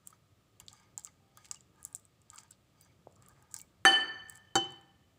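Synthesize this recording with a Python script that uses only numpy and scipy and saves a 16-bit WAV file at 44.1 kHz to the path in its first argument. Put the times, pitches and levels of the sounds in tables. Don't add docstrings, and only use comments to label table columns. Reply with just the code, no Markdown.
import sys
import numpy as np
from scipy import signal
from scipy.fft import rfft, irfft, next_fast_len
from scipy.io import wavfile
from scipy.ndimage import map_coordinates

SR = 44100
rng = np.random.default_rng(int(sys.argv[2]) if len(sys.argv) > 2 else 0)


def linear_from_db(decibels):
    return 10 ** (np.asarray(decibels, float) / 20)


def inscribe(sig):
    pcm = np.round(np.clip(np.atleast_2d(sig).T, -1, 1) * 32767)
    wavfile.write(sys.argv[1], SR, pcm.astype(np.int16))


N = 228482

# f/Hz, width/Hz, level/dB
HOLLOW = [(878, 87, 4), (1240, 23, 9), (1610, 100, 1.5)]
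# f/Hz, width/Hz, level/dB
MASH = [(2230, 90, -1), (3270, 260, -7), (4760, 200, -3), (6250, 220, -6)]
# f/Hz, level/dB
FIZZ = [(1500, -45), (3500, -22), (5000, -16), (6300, -8), (7500, 0), (8700, -7), (10500, -16),
        (13000, -25), (15200, -15), (15900, -45)]
# t/s, crack level/dB, crack t60/s, ring echo/dB, wash/dB
STRIKES = [
    (3.852, -5, 0.013, -11.5, 0.5),
    (4.5547, -14, 0.073, -18, -12),
]


def pops():
    # f/Hz, level/dB
    sparkle_colour = [(7000, -37.5), (9000, -4.5), (10200, -3.5), (11500, -10.5), (13300, -15),
                      (15200, -3.5), (16000, -24.5)]
    out = np.zeros(N)
    t = np.arange(SR // 16) / SR
    for s, db, hz, sparkle_db, smack_db, smack_hz in every_pop():
        grit = rng.standard_normal((3, len(t)))
        ragged = wobble(1200, size=len(t))
        snap = blip(t, hz, swell=0.00043) * (1 + 0.35 * ragged)
        snap /= abs(snap).max()
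        snap += 0.13 * ring(t, 7500, t60=0.015, rise=0.001)

        sparkle = coloured(blip(t, 14000, swell=0.0004) * grit[0], sparkle_colour)
        sparkle /= abs(sparkle).max()

        smack = blip(t, smack_hz, swell=0.001) * (0.25 + wobble(2500, size=len(t)))
        smack *= 0.6 / abs(smack).max()
        smack += linear_from_db(-10 - 60 * t / 0.0077) * unit(resonant(grit[0], MASH))

        thread_db = 4 * np.repeat(grit[2], 60)[:len(t)]
        threads = unit(coloured(grit[1] * linear_from_db(thread_db), FIZZ))
        after_db = -19 - 0.035 * (db + 15.5) - 60 * t / 0.04
        after = linear_from_db(after_db) * (1 - np.exp(-t / 0.0002)) * threads

        layers = snap + after + linear_from_db(sparkle_db + 1) * sparkle + linear_from_db(smack_db + 2) * smack
        add(out, s, linear_from_db(db + 1.47) * layers)
    return out


def every_pop():
    # t/s, peak level/dB, sparkle re snap/dB, smack re snap/dB, snap f/Hz
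    dry_pops = [(0.0604, -63, -11, -13, 8170.0), (0.073, -34.5, -0.5, -13.5, 7920),
                (0.9778, -26, -12.5, -37, 7350), (0.9895, -56, -20, -13, 7440.0),
                (1.0404, -52, -5, -33, 7800), (1.0481, -29, -14, -27, 7270), (1.0607, -46, -11, -15, 7640),
                (1.5413, -51, -20, -9, 7410.0), (1.6071, -49.5, -26, -10, 7360),
                (1.8292, -50.5, 9.5, -18, 7600), (1.84, -45, -19, -20, 7520.0),
                (1.8505, -27.5, -3, -42, 7600), (1.9283, -47, -14, -22, 8600), (1.949, -25, -13, -31, 7980),
                (1.9598, -39.5, -13, -45, 7500), (2.0524, -48, -11, -18, 8200),
                (2.301, -37.5, -33, -13, 7670), (2.3459, -50, -4, -15, 8170.0),
                (2.359, -42, -10, -26, 8350), (2.507, -49, -12, -20, 8000), (2.5098, -42, -5.5, -17, 7800),
                (2.5184, -48, -20, -12, 7900), (2.811, -48, -1, -13, 8100), (3.2236, -50.5, -10, -11, 7830),
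                (3.2618, -50, -27, -14, 8000), (3.5271, -56, -27, -15.5, 7220.0),
                (3.5632, -57, 9, -20, 9000), (3.594, -48.5, 0, -14.5, 7190.0),
                (3.6151, -37, -5, -22.5, 7820), (4.2863, -52.5, -13, -26.5, 7710),
                (4.2973, -35, -2, -20.5, 8100), (4.3062, -56, -14.5, -27, 7410.0),
                (4.3239, -53.5, 2, -25.5, 7680), (4.3519, -51.5, -3, -19, 7945),
                (4.356, -42, -10, -23, 7570), (4.3691, -52, -8, -27, 7740), (4.3742, -50, -1, -25, 7670),
                (4.6337, -59, -18, -25, 7690), (4.6429, -51, -16.5, -26.5, 7570),
                (4.6462, -58, -21.5, -25, 7410.0), (4.7062, -54.0, -10, -28.5, 7400),
                (4.7216, -49.5, -10, -29, 7600)]
    # t/s, peak level/dB, sparkle re snap/dB, smack re snap/dB, smack f/Hz
    wet_pops = [(0.105, -56, 3, -11, 4430.0), (0.6003, -39.5, -2.5, -10, 3240),
                (0.665, -57, -18, -12, 3360.0), (0.6823, -40.5, -36, 5.5, 3960),
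                (0.6966, -53, -21, -6, 4730), (0.7152, -60, -17, -4, 3600), (0.7297, -44, -10, -7, 6100),
                (0.995, -40, -11, -14, 6160), (1.008, -54, -8, -8, 5400), (1.0361, -54, -12, -7, 6110.0),
                (1.0664, -54, -7, 9, 6160), (1.0715, -50, -16, 3.5, 3770), (1.373, -45.5, 2, -9, 4500),
                (1.4545, -46, -11, -3.5, 5070), (1.4641, -58.1, -7, 1, 5920.0),
                (1.486, -55, -4, -4, 4090.0), (1.5124, -24, -40, -4, 6070), (1.545, -41.5, -31, -2, 6000),
                (1.557, -51, -24, 0, 3770), (1.5689, -56.3, -14, -2, 5360), (1.8578, -59, -3, -8, 6000),
                (1.9966, -55, -3, -9, 4360.0), (2.217, -55, -10, -9, 5750), (2.3144, -55.3, -22, -14, 4100),
                (2.3341, -55, -3, -11, 5250), (2.371, -54, -22, -9, 5220.0), (2.3807, -46, -15, 4.5, 3700),
                (2.3858, -35, -27, -3, 5940), (2.434, -48.5, -9, -7, 5800), (2.8482, -55, -10, -12, 6000),
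                (3.1616, -59, -23, -1, 5840), (3.285, -54, 7.5, -2.5, 5800), (3.425, -56.5, 0, -10, 5770),
                (3.542, -25.5, -6.5, -12.5, 5720), (3.5647, -33.5, -14, -5, 5500),
                (3.581, -48, -4, -6, 5500), (3.5879, -43, -1, -9, 6130.0), (3.599, -46, -20, 0, 3640)]
    # t/s, peak level/dB
    faint_pops = [(.7985, -60), (.8325, -64), (1.446, -55), (1.759, -65), (1.908, -62), (2.398, -61),
                  (2.481, -65), (3.112, -65), (3.124, -58.5), (3.157, -61), (3.294, -56), (3.605, -44),
                  (4.027, -62), (4.763, -66), (4.812, -58.5)]
    usual_snap_hz, usual_smack_hz = 7500, 4540
    rows = []
    for s, db, sparkle_db, smack_db, hz in dry_pops + [(s, db, -9, -10, usual_snap_hz) for s, db in faint_pops]:
        smack_hz = usual_smack_hz * (1 + 0.15 * rng.standard_normal())
        rows.append((s, db, hz, sparkle_db, smack_db, smack_hz))
    for s, db, sparkle_db, smack_db, hz in wet_pops:
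        snap_hz = usual_snap_hz * (1 + 0.025 * rng.standard_normal())
        rows.append((s, db, snap_hz, sparkle_db, smack_db, hz))
    return rows


def knocks():
    # t/s, peak level/dB, f/Hz
    knock_rows = [(.071, -66, 1210), (.103, -64, 1130), (0.127, -55, 1270), (0.6, -65, 1040),
                  (0.6016, -51, 2840), (.714, -65, 773), (0.735, -59, 1200), (.979, -50.5, 847),
                  (1.056, -60, 1270), (1.074, -58, 1240), (1.373, -51, 1240), (1.402, -60, 1240),
                  (1.454, -59, 2080), (1.512, -49, 1220), (1.543, -61, 1165), (1.848, -56.5, 1193),
                  (1.948, -65.5, 754), (2.331, -53.5, 1240), (2.383, -53.5, 1294), (2.507, -63.5, 1480),
                  (3.222, -65, 1220), (3.541, -49.5, 1595), (3.564, -54.5, 898)]
    cycles_t60 = 54
    out = np.zeros(N)
    t = np.arange(SR // 5) / SR
    for s, db, hz in knock_rows:
        scrape = unit(resonant(rng.standard_normal(len(t)), HOLLOW + MASH)) * linear_from_db(-60 * t / 0.13)
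        tone = ring(t, hz, cycles_t60 / hz, rise=0.00051) * (1 + 0.25 * wobble(150, size=len(t)))
        add(out, s, linear_from_db(db + 2.5) * (tone + 0.3 * scrape))
    return out


def squash():
    squeeze, slide, fizz = stroke_gains()
    bubbles_per_s = 2500
    bursts = rng.random(N) < bubbles_per_s / SR
    bubbles = bursts * linear_from_db(4.1 * rng.exponential(size=N)) * rng.standard_normal(N)
    grains = unit(np.clip(bubbles, -9, 9)) + 0.52 * rng.standard_normal(N)
    spray = unit(coloured(grains, FIZZ))
    clumps = linear_from_db(4 * wobble(35))
    smear = unit(resonant(rng.standard_normal(N) * linear_from_db(3 * wobble(70)), MASH))
    rub = unit(resonant(rng.standard_normal(N) * linear_from_db(3.5 * wobble(45)), HOLLOW))
    return linear_from_db(-9) * fizz * clumps * spray + linear_from_db(-5) * slide * smear + linear_from_db(-1) * squeeze * rub


def stroke_gains():
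    # start t/s, length/s, squeeze level/dB, slide level/dB, fizz level/dB
    strokes = [
        (0.056, 0.054, -78.5, -86, -60.5),
        (0.722, 0.09, -68.5, -69.5, -68),
        (1.053, 0.023, -77, -74, -81),
        (1.368, 0.15, -74.5, -71, -66.5),
        (1.776, 0.11, -72.5, -83, -73),
        (2.322, 0.088, -69, -68, -61),
        (2.788, 0.074, -75, -72, -70),
        (3.219, 0.21, -71.5, -82, -72.5),
        (3.511, 0.1, -73.5, -84, -60.5),
        (4.296, 0.059, -65, -68, -62),
    ]
    push_db_per_s, relax_db_per_s, fizz_slope_ratio = 300, 110, 9
    start, length, squeeze_db, slide_db, fizz_db = np.transpose(strokes)[..., None]
    now = np.arange(N) / SR
    before_s = np.clip(start - now, 0, None)
    after_s = np.clip(now - start - length, 0, None)
    off_db = push_db_per_s * before_s + relax_db_per_s * after_s
    levels_db = (squeeze_db - off_db, slide_db - off_db, fizz_db - fizz_slope_ratio * off_db)
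    return [linear_from_db(db).sum(axis=0) for db in levels_db]


def squeaks():
    squeak_rows = [(.69, .18, 4840, -80), (.73, 0.036, 6350, -72), (0.782, 0.11, 2170, -77),
                   (1.07, 0.028, 2180, -68), (1.547, 0.033, 2850, -67.5), (2.333, 0.052, 1250, -63),
                   (2.798, 0.059, 4760, -75.5), (2.815, 0.054, 6050, -75), (2.855, 0.075, 2260, -74.5),
                   (3.589, 0.057, 2280, -68.5), (3.157, 0.19, 1203, -68)]
    out = np.zeros(N)
    for s, length, hz, db in squeak_rows:
        t = np.arange(round(length * SR)) / SR
        phase = 2 * np.pi * hz * t + 2.2 * wobble(150, size=len(t))
        slip = np.sin(phase) * linear_from_db(4 * wobble(120, size=len(t)))
        add(out, s, linear_from_db(db) * np.abs(np.sin(np.pi * t / length)) ** 0.5 * slip)
    return out


def peels():
    peel_rows = [(0.599, .02, -59, 7000, 11000), (0.689, 0.024, -61, 3040, 7540),
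                 (0.977, 0.052, -61.5, 3020, 7050), (1.054, 0.043, -65, 5500, 8500),
                 (1.445, 0.038, -60, 1500, 8500), (1.514, 0.045, -61, 3980, 8400),
                 (1.857, 0.035, -59.5, 5500, 10200), (1.953, 0.043, -58.5, 5600, 10000),
                 (2.39, 0.03, -66, 4000, 9000), (2.514, 0.044, -65.5, 2980, 5430),
                 (2.81, .03, -64, 13500, 15800), (3.23, .09, -72.5, 890, 3500),
                 (3.361, 0.071, -70.5, 400, 2450), (3.543, 0.087, -56, 4900, 7100)]
    out = np.zeros(N)
    t = np.arange(4096) / SR
    for s, length, db, low_hz, high_hz in peel_rows:
        grain = rng.standard_normal(len(t)) * linear_from_db(4 * wobble(600, size=len(t)))
        band = unit(filtered(grain, lambda f: 1 / (1 + (low_hz / (f + 1)) ** 8) / (1 + (f / high_hz) ** 8)))
        add(out, s, linear_from_db(db) * np.clip(1 - t / length, 0, 1) * band)
    return out


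def glass():
    return filtered(beating_modes() + blows(), lambda f: (1j * f / (1j * f + 70)) ** 2)


def beating_modes():
    # f/Hz (minus: far side of a node line), level/dB, t60/s
    rim_groups = [(765.2, -45, .95), (-765.3, -22.3, .07), (777.7, -20, .31), (-1752.9, -28.3, .43),
                  (-1764.3, -24.9, .55), (-1771.7, -26, .86), (-1787.6, -20.5, .53), (1788, -13.4, .23),
                  (-1803.5, -42.7, 1.), (3024.5, -25.1, .53), (-3028.9, -19.1, .34), (-3040.1, -21.2, .57),
                  (3043.6, -18.2, .38), (3079, -39, .3), (3050, -55, 2.), (-4492.3, -43.3, .45),
                  (4499.3, -45.5, .68), (-4504.2, -39, .32), (4510.8, -42.8, .45), (4513.9, -45.5, .64),
                  (4526, -38, .72), (-4548.8, -31.3, .28), (6210.8, -60.7, 1.1), (6225.1, -39.4, .3),
                  (6234.2, -30.5, .14), (6257.4, -55.2, .4), (-8134.2, -38, .35), (8137.5, -30.3, .12),
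                  (8149.2, -47.9, .31)]
    # f/Hz (minus: far side of a node line), level/dB, t60/s
    floor_groups = [(-772.9, -64.6, 1.2), (785.1, -23.3, .19), (794.4, -46, .75), (1737.6, -37.2, .08),
                    (1768.9, -50, .32), (-1778.2, -58, 1.1), (3025.4, -59, 1.15), (3034.5, -44, .46),
                    (-3041.7, -26.3, .38), (4503.1, -53.6, .37), (-4511.9, -54.2, .54),
                    (4512.1, -28.8, .09), (4546.9, -30.1, .05)]
    out = np.zeros(N)
    t = np.arange(SR) / SR
    for (s, *_), groups in zip(STRIKES, (rim_groups, floor_groups)):
        beating = np.zeros(SR)
        for hz, db, t60 in groups:
            scatter = 1 + 0.7 * np.clip(t * abs(hz) / 1000, 0, 1) ** 1.5 * wobble(170, size=SR)
            beating += linear_from_db(db + 2) * scatter * ring(t, hz, t60, rise=0.002)
        add(out, s, beating)
        add(out, s, linear_from_db(-28) * room(beating))
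    return out


def blows():
    mode_hz = [336, 366, 500, 1010, 1310, 1452, 3795, 5880, 6229, 7420, 9130, 9950, 10332, 10970]
    # rim level/dB, rim t60/s, floor level/dB, floor t60/s
    mode_rings = [(-35, .25, -24, .14), (-38, .3, -34, .3), (-37, .15, -32, .12), (-32, .14, -37, .12),
                  (-23, .1, -41, .08), (-29, .18, -43, .1), (-34, .12, -28, .045), (-65, .2, -40, .17),
                  (-70, .4, -33, .11), (-45, .35, -25, .07), (-38, .1, -62, .08), (-41, .16, -60, .08),
                  (-41, .22, -54, .1), (-48, .17, -60, .08)]
    # f/Hz, level/dB, t60/s
    grid_modes = [(1148, -29.5, 0.076), (990, -49, 0.44), (1270, -35, 0.14), (1500, -34, 0.28),
                  (2330, -23.5, 0.047), (4600, -39, 0.1), (8600, -51, 0.26), (11700, -59.5, .12),
                  (12180, -54, .13), (12750, -58, .12), (14200, -48, .05), (15280, -54.5, .1)]
    # f/Hz, level/dB
    rim_crack = [(20, -69), (60, -49), (150, -45), (340, -17), (600, -17.5), (1000, -18.5), (1400, -5.5),
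                 (2300, -16), (2800, -19), (5000, -40), (9000, -24.5), (13000, -44.5), (15500, -59)]
    # f/Hz, level/dB
    floor_crack = [(30, -64.5), (130, 3.5), (350, 2.5), (800, -7.5), (1500, 1.5), (2500, -25.5),
                   (4500, -24.5), (7400, -7.5), (9000, -24), (11000, -28), (13500, -44), (15200, -30)]
    # f/Hz, density/(dB per Hz)
    rim_wash = [(50, -52.5), (150, -21), (340, -4.5), (600, -13), (1000, -8), (1500, -6.5), (2300, -15),
                (2800, -19), (5200, -25.5), (7500, -24), (11000, -35), (13500, -50.5), (15300, -41.5),
                (16000, -74.5)]
    # f/Hz, density/(dB per Hz)
    floor_wash = [(40, -36.5), (130, 11), (220, -6.5), (350, 0.5), (600, -12), (900, -1.5), (1600, -10),
                  (2600, -18), (5200, -17), (7400, -18), (11000, -54), (13500, -61), (15300, -35.5),
                  (16000, -75.5)]
    second_blow_db = -16
    out = np.zeros(N)
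    t = np.arange(SR) / SR
    colours = zip(STRIKES, (rim_crack, floor_crack), (rim_wash, floor_wash))
    for k, ((s, crack_db, crack_t60, echo_db, wash_db), colour, wash) in enumerate(colours):
        bell = np.zeros(SR)
        for hz, row in zip(mode_hz, mode_rings):
            db, t60 = row[2 * k:2 * k + 2]
            flutter = 1 + np.clip(t * hz / 1200, 0, 1) ** 2 * wobble(110, size=SR)
            bell += linear_from_db(db) * flutter * ring(t, hz, t60, rise=0.00012)
        for hz, db, t60 in grid_modes:
            gain = linear_from_db(db + k * second_blow_db + rng.normal(0, 1.5))
            bell += gain * (1 + 0.6 * wobble(70, size=SR)) * ring(t, hz, t60, rise=0.0005)
        impact = rng.standard_normal(SR) - 9 * (t == 0)
        crack = coloured(linear_from_db(-60 * t / crack_t60) * impact, colour)
        add(out, s, bell + linear_from_db(crack_db) * crack / abs(crack).max())
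        add(out, s, linear_from_db(echo_db) * room(bell))
        wash_source = unit(coloured(t == 0, wash)[:4096]) / 64
        add(out, s, linear_from_db(wash_db) * room(wash_source))
    return out


def glass_hum():
    hum_row = (1.2, 1.37, 786, -76)
    start, end, hz, db = hum_row
    now = np.arange(N) / SR
    rubbing = np.clip(np.minimum((now - start) / 0.0043, (end - now) / 0.015), 0, 1)
    return linear_from_db(db + 3 * wobble(24)) * rubbing * np.sin(2 * np.pi * hz * now)


def thud():
    # t/s, peak level/dB, f/Hz
    thud_row = (3.071, -36, 584)
    s, db, hz = thud_row
    out = np.zeros(N)
    t = np.arange(SR // 4) / SR
    push = linear_from_db(db) * blip(t, hz, swell=0.0009)
    table = linear_from_db(db - 16.5) * ring(t, 125, t60=0.13, rise=0.0042)
    add(out, s, push + table)
    return out + linear_from_db(-14.5) * room(out)[:N]


def room(x):
    # f/Hz, t60/s
    kitchen_t60 = [(100, 0.75), (500, 0.65), (2000, 0.79), (8000, 0.3), (16000, 0.43)]
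    hz, t, z = signal.stft(rng.standard_normal(SR), SR, nperseg=256)
    decay = linear_from_db(-60 * t / along(kitchen_t60, hz)[:, None])
    tail = signal.istft(z * decay, SR, nperseg=256)[1]
    return signal.fftconvolve(np.pad(x, (200, 0)), tail / np.linalg.norm(tail))


def hush():
    # f/Hz, density/(dB per Hz)
    rumble_colour = [(15, -82.5), (25, -26), (97, 0.5), (197, -7), (226, -12.5), (291, -12), (700, -21.5),
                     (910, -55.5), (1540, -120)]
    # t/s, level/dB
    rumble_level = [(0, -69.5), (2.7, -69.5), (3.2, -67.5), (3.6, -68.5), (5.18, -69)]
    # f/Hz, density/(dB per Hz)
    hiss_colour = [(200, -10), (600, 2), (1050, -2), (1240, 6), (1430, -4), (3400, -4), (6300, -10),
                   (7500, -7), (9000, -14), (13500, -17), (15200, -11), (15900, -40)]
    rumble = unit(filtered(rng.standard_normal(N), lambda hz: linear_from_db(along(rumble_colour, hz))))
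    hiss = unit(filtered(rng.standard_normal(N), lambda hz: linear_from_db(along(hiss_colour, hz))))
    rumble_db = curves(rumble_level)[0] + 0.5 + 1.4 * wobble(7.5)
    return linear_from_db(rumble_db) * rumble + linear_from_db(-75.5) * hiss


def blip(t, hz, swell):
    return (t / swell * np.exp(1 - t / swell)) ** 2 * np.sin(2 * np.pi * hz * t)


def ring(t, hz, t60, rise):
    return linear_from_db(-60 * t / t60) * (1 - np.exp(-t / rise)) * np.sin(2 * np.pi * hz * t)


def wobble(rate, size=N):
    knots = rng.standard_normal(int(size * rate / SR) + 4)
    return map_coordinates(knots, [np.arange(size) * rate / SR])


def resonant(x, modes):
    def response(f):
        total = 0
        for k, (c, w, db) in enumerate(modes):
            total = total + (-1) ** k * linear_from_db(db) * 1j * f * w / (c * c - f * f + 1j * f * w)
        return total
    return filtered(x, response)


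def coloured(x, points):
    cep = irfft(np.log(linear_from_db(along(points, np.fft.rfftfreq(4096, 1 / SR)))))
    cep[1:2048] *= 2
    cep[2049:] = 0
    return signal.fftconvolve(x, irfft(np.exp(rfft(cep))))[:len(x)]


def filtered(x, response):
    m = next_fast_len(len(x) + 8192)
    return irfft(rfft(x, m) * response(np.fft.rfftfreq(m, 1 / SR)), m)[:len(x)]


def along(points, hz):
    f, v = np.transpose(points)
    return np.interp(np.log(hz + 1), np.log(f + 1), v)


def curves(rows):
    s, *cols = np.transpose(rows)
    return [np.interp(np.arange(N) / SR, s, c) for c in cols]


def unit(x):
    return x / np.sqrt(np.mean(x ** 2) + 1e-20)


def add(track, s, sound):
    at = round(s * SR)
    track[at:at + len(sound)] += sound[:len(track) - at]


def scene():
    near = pops() + knocks() + squash() + squeaks() + peels()
    food = near + linear_from_db(-21) * room(near)[:N]
    return (food + glass() + glass_hum() + thud() + hush())[None]


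def top_cut(x):
    return signal.sosfilt(signal.butter(12, 16630, fs=SR, output="sos"), x)


def record(dry):
    kept = filtered(dry[0], lambda hz: 1 / (1 + (hz / 16300) ** 40))[None]
    return top_cut(kept)


dry = scene()
out = record(dry)
inscribe(out)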